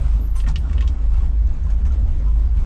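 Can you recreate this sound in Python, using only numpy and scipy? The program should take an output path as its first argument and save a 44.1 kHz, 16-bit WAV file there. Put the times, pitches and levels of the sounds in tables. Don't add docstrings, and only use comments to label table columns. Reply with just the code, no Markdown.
import sys
import numpy as np
from scipy import signal
from scipy.fft import rfft, irfft, next_fast_len
from scipy.io import wavfile
from scipy.ndimage import uniform_filter1d, minimum_filter1d, map_coordinates

SR = 44100
rng = np.random.default_rng(int(sys.argv[2]) if len(sys.argv) > 2 else 0)


def undo_db(level):
    steps = np.asarray(level, float) / 20
    return 10 ** steps


def store_pcm(level_fs):
    pcm = np.round(np.clip(level_fs, -1, 1) * 32767).astype(np.int16)
    wavfile.write(sys.argv[1], SR, np.atleast_2d(pcm).T)


N = 116865
T = np.arange(N) / SR

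# frequency in Hz, t60 in seconds.
CAB_DECAY = [(500, 0.058), (3000, 0.096), (10000, 0.15)]
# time in seconds, level in dB.
SQUEAL_LEVEL = [
    (.14, -82),
    (.195, -72),
    (.21, -53),
    (.27, -56.5),
    (.3, -68),
    (.35, -58),
    (0.367, -84),
]
# frequency in Hz, level in dB.
SQUEAL_LINES = [(11915, 1), (12104, -7.5)]
# start in seconds, level in dB, share of the second key from 0 to 1.
JINGLES = [
    (.008, -56.5, 0.87),
    (0.356, -41, 0.016),
    (0.374, -42.5, 0.66),
    (0.403, -57.5, 0.38),
    (0.578, -52.5, 0.55),
]
# frequency in Hz, first key's level in dB, second key's level in dB,
# t60 in seconds.
KEY_MODES = [(6150, 6, -24, .09), (8420, -10.5, 11, .11), (9450, -8, -14, .2), (9570, 4, -13.5, .11),
             (10660, -4, -3.5, .08), (11520, -7, -6.5, .1), (12450, -15, -12, .12), (13380, -15, -8, .07),
             (14520, -15, -21, .2), (15050, -22, -25, .1)]
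# start in seconds, level in dB, pitch in Hz, brightness in dB,
# crack level in dB.
KNOCKS = [(0.4386, -34, 1810, -20, 0), (0.3999, -26, 2960, -8, -3), (0.4635, -27, 1900, -22, -4),
          (.4743, -22, 1600, -20, -14), (0.485, -28.5, 4500, 11, 0), (0.5575, -15.5, 3000, 0, -5.5),
          (0.6962, -31.5, 1900, 0, -8), (0.7289, -31, 1820, 3, -2), (0.779, -23, 2410, -28.5, -9),
          (0.8068, -19.5, 2150, 1.5, -5.5), (0.822, -25, 2800, -22, -9), (0.8749, -21, 3400, 8.5, -8)]
# frequency in Hz, level in dB, t60 in seconds.
TRIM_MODES = [(1070, -3, 0.047), (1403, -1, .05), (1838, 7.5, 0.027), (2260, -12, 0.08), (2560, -5, 0.061),
              (2680, 2, 0.034), (2940, 5, 0.031), (3225, 1.5, 0.038), (3220, -6.5, 0.065),
              (3740, -0.5, 0.042), (4100, -13, 0.034), (4940, -10.5, 0.038), (5780, -25, 0.016),
              (7360, -18, .03)]
# start in seconds, level in dB.
TICKS = [(0.2744, -51), (1.4725, -44), (1.5393, -47.5), (1.6377, -48.5), (1.7044, -44), (1.8504, -50),
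         (1.8641, -47), (1.921, -48), (2.0772, -51), (2.1184, -51), (2.1976, -48), (2.2824, -51)]
# centre in Hz, width in Hz, level in dB.
TICK_PEAKS = [(5880, 700, 1), (7150, 1500, -2.5), (3000, 1800, 0)]
# start in seconds, frequency in Hz, level in dB, t60 in seconds.
PANEL_NOTES = [(.02, 558, -39, .15), (.475, 895, -38.5, 0.2), (0.467, 1423, -36.5, 0.14),
               (.358, 1056, -39, 0.2), (.37, 1346, -47, 0.17), (.44, 554, -46.5, 0.18),
               (.559, 1150, -38.5, 0.043), (.465, 1826, -35, 0.097), (0.649, 1400, -40.5, 0.06),
               (0.661, 1110, -45, 0.068), (0.711, 1137, -42, 0.076), (.708, 1380, -48.5, .07),
               (.75, 1030, -47, 0.099), (.775, 563.7, -40.5, 0.14), (0.821, 1078, -38.5, 0.18),
               (.968, 1296, -47, .3), (0.984, 1078, -45.5, 0.2), (1.14, 1339, -44, 0.11),
               (1.145, 570, -43.5, 0.11), (1.15, 2210, -50, 0.17), (1.149, 2700, -48, 0.15),
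               (1.19, 834, -45, 0.099), (1.205, 1110, -43, 0.091), (1.2, 3330, -53, .15),
               (1.24, 792, -43.5, 0.19), (1.26, 2096, -53, 0.058), (1.666, 1040, -35.5, .035),
               (1.703, 901.3, -40, 0.03), (1.704, 1710, -50.5, 0.035), (1.715, 2430, -58, .06),
               (1.851, 1772, -42.5, 0.063), (1.906, 1370, -38, 0.057), (1.906, 3000, -49.5, 0.025),
               (0.473, 218, -24, 0.066), (.885, 282, -35.5, 0.3), (1.84, 220, -38, 0.29),
               (2.2, 544, -39.5, 0.098), (2.26, 1020, -43, 0.25), (2.58, 2237, -49, 0.14)]
# start in seconds, length in seconds, level in dB, lean (small = sudden start).
CRUNCHES = [(0.028, 0.25, -47.5, 0.45), (0.351, 0.038, -42, .6), (0.465, 0.083, -39.5, 0.52),
            (0.646, 0.027, -60, 0.52), (1.083, 0.15, -48.5, 1), (1.162, 0.21, -58.5, 0.73),
            (1.699, 0.087, -46.5, 0.27), (1.847, 0.073, -45.5, 0.4), (1.918, 0.077, -51.5, 0.38),
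            (2.068, 0.055, -52, 0.65), (2.537, 0.18, -51, 0.59)]
# frequency in Hz, density in dB per Hz.
GRIT_COLOUR = [(300, -32), (600, 0), (1100, 4), (1800, -6.5), (2800, -8), (4200, -14), (8200, -16),
               (13000, -43)]
# frequency in Hz, density in dB per Hz.
ROAD_COLOUR = [(4.7, -32.5), (8.0, -9), (37, -1), (61, -8), (83, -17.5), (108, -15.5), (218, -28.5),
               (351, -41.5), (400, -42), (520, -70.5), (880, -120)]
# start in seconds, length in seconds, peak in dB, pitch in Hz,
# glide in Hz per second.
BOOMS = [(.03, 0.23, -15, 52, 4.5), (.18, 0.31, -20.5, 48.7, -14), (.4, 0.19, -17, 48.9, 13.5),
         (.57, .12, -20.5, 54.9, 7.5), (.68, 0.316, -16.5, 54.07, 55.5), (.96, 0.38, -15.5, 53.08, 23),
         (1.31, 0.24, -14, 52.93, 6), (1.58, 0.4, -18, 52, 30), (1.93, 0.2, -17.5, 51.12, 24),
         (2.15, 0.44, -15, 52, 11.5), (2.48, 0.21, -19, 49.55, -14)]
# start in seconds, length in seconds, peak in dB, pitch in Hz.
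HEAVES = [
    (-.03, 0.21, -23, 25.56),
    (0.259, 0.35, -21, 22.53),
    (0.841, 0.27, -24, 25.83),
    (1.002, 0.38, -18, 25.63),
    (1.44, 0.21, -18.5, 21.56),
    (1.639, 0.34, -22, 25.26),
    (1.98, 0.27, -17, 23.87),
    (2.249, 0.34, -22.5, 22.66),
    (2.548, 0.15, -21.5, 24.82),
]
# start in seconds, length in seconds, peak in dB, pitch in Hz.
PANEL_DRUMS = [
    (0, 0.17, -23.5, 73),
    (0.469, 0.26, -25.5, 69.85),
    (0.659, 0.32, -20.5, 72.09),
    (1.14, 0.2, -23.5, 74.05),
    (1.399, 0.11, -19.5, 70.49),
    (1.599, .12, -25, 70.57),
    (1.738, 0.347, -18.5, 66.13),
    (2.019, 0.18, -21.5, 73.12),
    (2.42, 0.16, -22.5, 67.1),
    (2.539, 0.12, -24, 70.88),
]
# start in seconds, length in seconds, peak in dB, pitch in Hz.
FLOOR_THUDS = [(0, 0.11, -33.5, 127.9), (0.461, 0.12, -34, 147.3), (.62, 0.13, -36.5, 149.7),
               (.75, 0.051, -37.5, 139.1), (0.84, 0.054, -40, 142.2), (1.001, .07, -44.5, 159.8),
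               (1.169, .18, -43, 161), (1.501, 0.12, -39.5, 146.8), (1.63, .07, -34.5, 152.5),
               (1.81, 0.071, -40, 142.9), (2.01, 0.049, -38, 125), (2.1, 0.081, -35, 131.7),
               (2.18, 0.2, -37.5, 136.1), (2.549, 0.034, -43.5, 136.3)]
# multiple of the firing rate, level in dB.
SHAFT_ORDERS = [(1.5, -12.5), (2, -24)]
# frequency in Hz, density in dB per Hz.
RUSH_COLOUR = [(120, -49.5), (200, 5.5), (422, -7), (1100, -13), (1900, -21), (3300, -26.5), (4200, -29.5),
               (8300, -34), (9200, -45.5), (13000, -91.5)]
# time in seconds, rush level in dB.
RUSH_LEVEL = [(0, -48), (.2, -50.5), (.3, -54.5), (.6, -54), (.7, -49.5), (1.0, -52), (1.25, -49.5), (1.32, -55),
              (1.4, -52), (1.8, -51.5), (2.3, -51), (2.5, -53.5), (2.65, -53)]

FIRING_HZ, FIRING_DB, FIRING_WANDER = 52, -22.5, 0.019
KNOCK_RISE_S, KNOCK_SCATTER_DB, KNOCK_TILT_DB = 0.0012, 2, 14
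KEY_RISE_S, KEY_SPLIT, KEY_SCATTER_DB = 0.006, 0.01, 1.5
IDLE_DB = -16.5
SURGE_RISE_HZ_PER_S, SURGE_LEAN = 7.14, 0.77
CAB_DB = -8
MIC_TOP_HZ, LIMIT_PEAK = 14200, 0.37
EDGE_S, EDGE_GAIN = 0.006, 0.6


def unit(x):
    return x / np.sqrt(np.mean(x ** 2) + 1e-20)


def along(points, hz):
    f, v = np.transpose(points)
    return np.interp(np.log(hz + 1), np.log(f + 1), v)


def wobble(rate):
    return map_coordinates(rng.standard_normal(200), [T * rate])


def since(start):
    return np.clip(T - start, 0, None)


def hump(start, length, lean):
    return np.sin(np.pi * np.clip((T - start) / length, 0, 1) ** lean)


def filtered(x, response):
    m = next_fast_len(len(x) + 8192)
    return irfft(rfft(x, m) * response(np.fft.rfftfreq(m, 1 / SR)), m)[:len(x)]


def peaks(rows):
    def response(f):
        total = 0
        for k, (centre, width, db) in enumerate(rows):
            damping = 1j * f * width
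            total = total + (-1) ** k * undo_db(db) * damping / (centre ** 2 - f ** 2 + damping)
        return total
    return response


def noise(colour, patchy_db):
    z = signal.stft(rng.standard_normal(N + 512), nperseg=512)[2]
    field = uniform_filter1d(rng.standard_normal(z.shape), 6, axis=0)
    field = uniform_filter1d(field, 10, axis=1)
    x = signal.istft(z * undo_db(patchy_db * unit(field)), nperseg=512)[1][:N]
    return unit(filtered(x, lambda hz: undo_db(along(colour, hz))))


def ring(start, hz, db, t60, rise_s, turn=0):
    t = since(start)
    return undo_db(db - 60 * t / t60) * (1 - np.exp(-t / rise_s)) * np.sin(2 * np.pi * (hz * t + turn))


def cab(x):
    out, size = np.zeros(N + SR), SR // 10
    for start in range(0, N, size):
        hz, t, z = signal.stft(rng.standard_normal(SR // 5), SR, nperseg=128)
        decay = undo_db(-60 * t / along(CAB_DECAY, hz)[:, None])
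        tail = signal.istft(z * decay, SR, nperseg=128)[1]
        wet = signal.fftconvolve(x[start:start + size], tail / np.linalg.norm(tail))
        out[start + 90:][:len(wet)] += wet
    return out[:N]


def squeal():
    s, db = np.transpose(SQUEAL_LEVEL)
    level = undo_db(np.interp(T, s, db, -200, -200))
    lines = np.zeros(N)
    for hz, line_db in SQUEAL_LINES:
        flutter = undo_db(line_db + 3.5 * wobble(45.6))
        lines += flutter * np.sin(2 * np.pi * np.cumsum(hz + 25 * wobble(50)) / SR)
    return level * lines


def keys():
    out, chatter = np.zeros(N), np.zeros(N)
    luck_db = rng.normal(0, KEY_SCATTER_DB, (len(JINGLES), len(KEY_MODES)))
    for (s, db, share), row in zip(JINGLES, luck_db):
        for (hz, first_db, second_db, t60), luck in zip(KEY_MODES, row):
            mode_db = db + first_db + np.clip(share, 0, 1) * (second_db - first_db) + luck
            for side in (-0.5, 0.5):
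                out += ring(s, hz * (1 + side * KEY_SPLIT), mode_db - 5 - 4 * side, t60, KEY_RISE_S)
        chatter += np.clip((T - s) / 0.033, 0, 1) * undo_db(db + 3.5 - 60 * since(s) / 0.15)
    metal = peaks([(1200, 2500, 1), (7000, 5000, 0)])
    return out + filtered(chatter * rng.standard_normal(N), lambda f: metal(f) / (1 + 1j * f / 16000))


def trim_knocks():
    out = np.zeros(N)
    luck_db = rng.normal(0, KNOCK_SCATTER_DB, (len(KNOCKS), len(TRIM_MODES)))
    for (s, db, pitch, bright_db, crack_db), row in zip(KNOCKS, luck_db):
        for (hz, mode_db, t60), luck in zip(TRIM_MODES, row):
            tilt_db = KNOCK_TILT_DB * abs(np.log2(hz / pitch))
            out += ring(s, hz, db - 15 + mode_db + luck - tilt_db, t60, KNOCK_RISE_S, turn=luck)
        decay = undo_db(db + crack_db - 60 * since(s) / 0.059)
        crack = np.clip((T - s) / KNOCK_RISE_S, 0, 1) * decay * rng.standard_normal(N)
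        shell = peaks([(pitch, 0.9 * pitch, 0), (7500, 4000, bright_db / 2 - 6)])
        out += filtered(crack, lambda f: shell(f) ** 2 / (1 + 1j * f / 11000) ** 2)
    return out


def trim_ticks():
    bursts = sum((T > s) * undo_db(db + 5 - 60 * since(s) / 0.013) for s, db in TICKS)
    return filtered(bursts * rng.standard_normal(N), lambda f: peaks(TICK_PEAKS)(f) ** 2)


def panel_notes():
    return sum(ring(s, hz, db, t60, 0.033 * t60) for s, hz, db, t60 in PANEL_NOTES)


def tyres():
    swell = sum(undo_db(db) * hump(s, length, lean) ** 2 for s, length, db, lean in CRUNCHES)
    grains = undo_db(2.4 * unit(uniform_filter1d(rng.standard_normal(N), SR // 400)))
    return swell * unit(grains * noise(GRIT_COLOUR, 1.5))


def mode(surges):
    mean_db, mean_hz = np.mean(surges, axis=0)[2:4]
    size = np.full(N, undo_db(mean_db + IDLE_DB))
    pull = size * mean_hz
    for s, length, db, hz, *glide in surges:
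        swell = undo_db(db) * hump(s, length, SURGE_LEAN) ** 1.254
        rise = glide[0] if glide else SURGE_RISE_HZ_PER_S * hz / FIRING_HZ
        size = size + swell
        pull = pull + swell * (hz + rise * (T - s - length / 2))
    turns = np.cumsum(pull / size) / SR + rng.random()
    return size * np.sqrt(2) * np.sin(2 * np.pi * turns)


def body():
    rumble = undo_db(-25.5 + 0.62 * wobble(5)) * noise(ROAD_COLOUR, 3)
    return rumble + mode(BOOMS) + mode(HEAVES) + mode(PANEL_DRUMS) + mode(FLOOR_THUDS)


def engine():
    turns = np.cumsum(FIRING_HZ * (1 + FIRING_WANDER * wobble(5.5))) / SR
    shaft = np.zeros(N)
    for multiple, db in SHAFT_ORDERS:
        level = undo_db(FIRING_DB + db + 2.5 * wobble(7.3))
        shaft += level * np.sqrt(2) * np.sin(2 * np.pi * (multiple * turns + rng.random()))
    puffs = 1 + 0.08 * np.cos(2 * np.pi * turns)
    rush_db = np.interp(T, *np.transpose(RUSH_LEVEL))
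    rush = undo_db(rush_db + 8 + 0.8 * wobble(15)) * puffs * noise(RUSH_COLOUR, 1.6)
    return shaft + rush


def scene():
    hits = keys() + trim_knocks() + trim_ticks() + panel_notes()
    mix = undo_db(CAB_DB) * cab(hits) + squeal() + hits + tyres() + body() + engine()
    return mix[None]


def band_limit(x):
    return signal.sosfilt(signal.butter(12, 15670, fs=SR, output="sos"), x)


def record(dry):
    dull = signal.butter(N=6, Wn=MIC_TOP_HZ, fs=SR, output="sos")
    heard = signal.sosfiltfilt(dull, dry)
    heard = heard * np.clip(EDGE_GAIN + np.minimum(T, T[-1] - T) / EDGE_S, 0, 1)
    need = np.minimum(1, LIMIT_PEAK / (np.abs(heard) + 1e-9))
    need = minimum_filter1d(need, SR // 50, axis=1)
    return band_limit(heard * uniform_filter1d(need, SR // 50, axis=1))


dry = scene()
out = record(dry)
store_pcm(out)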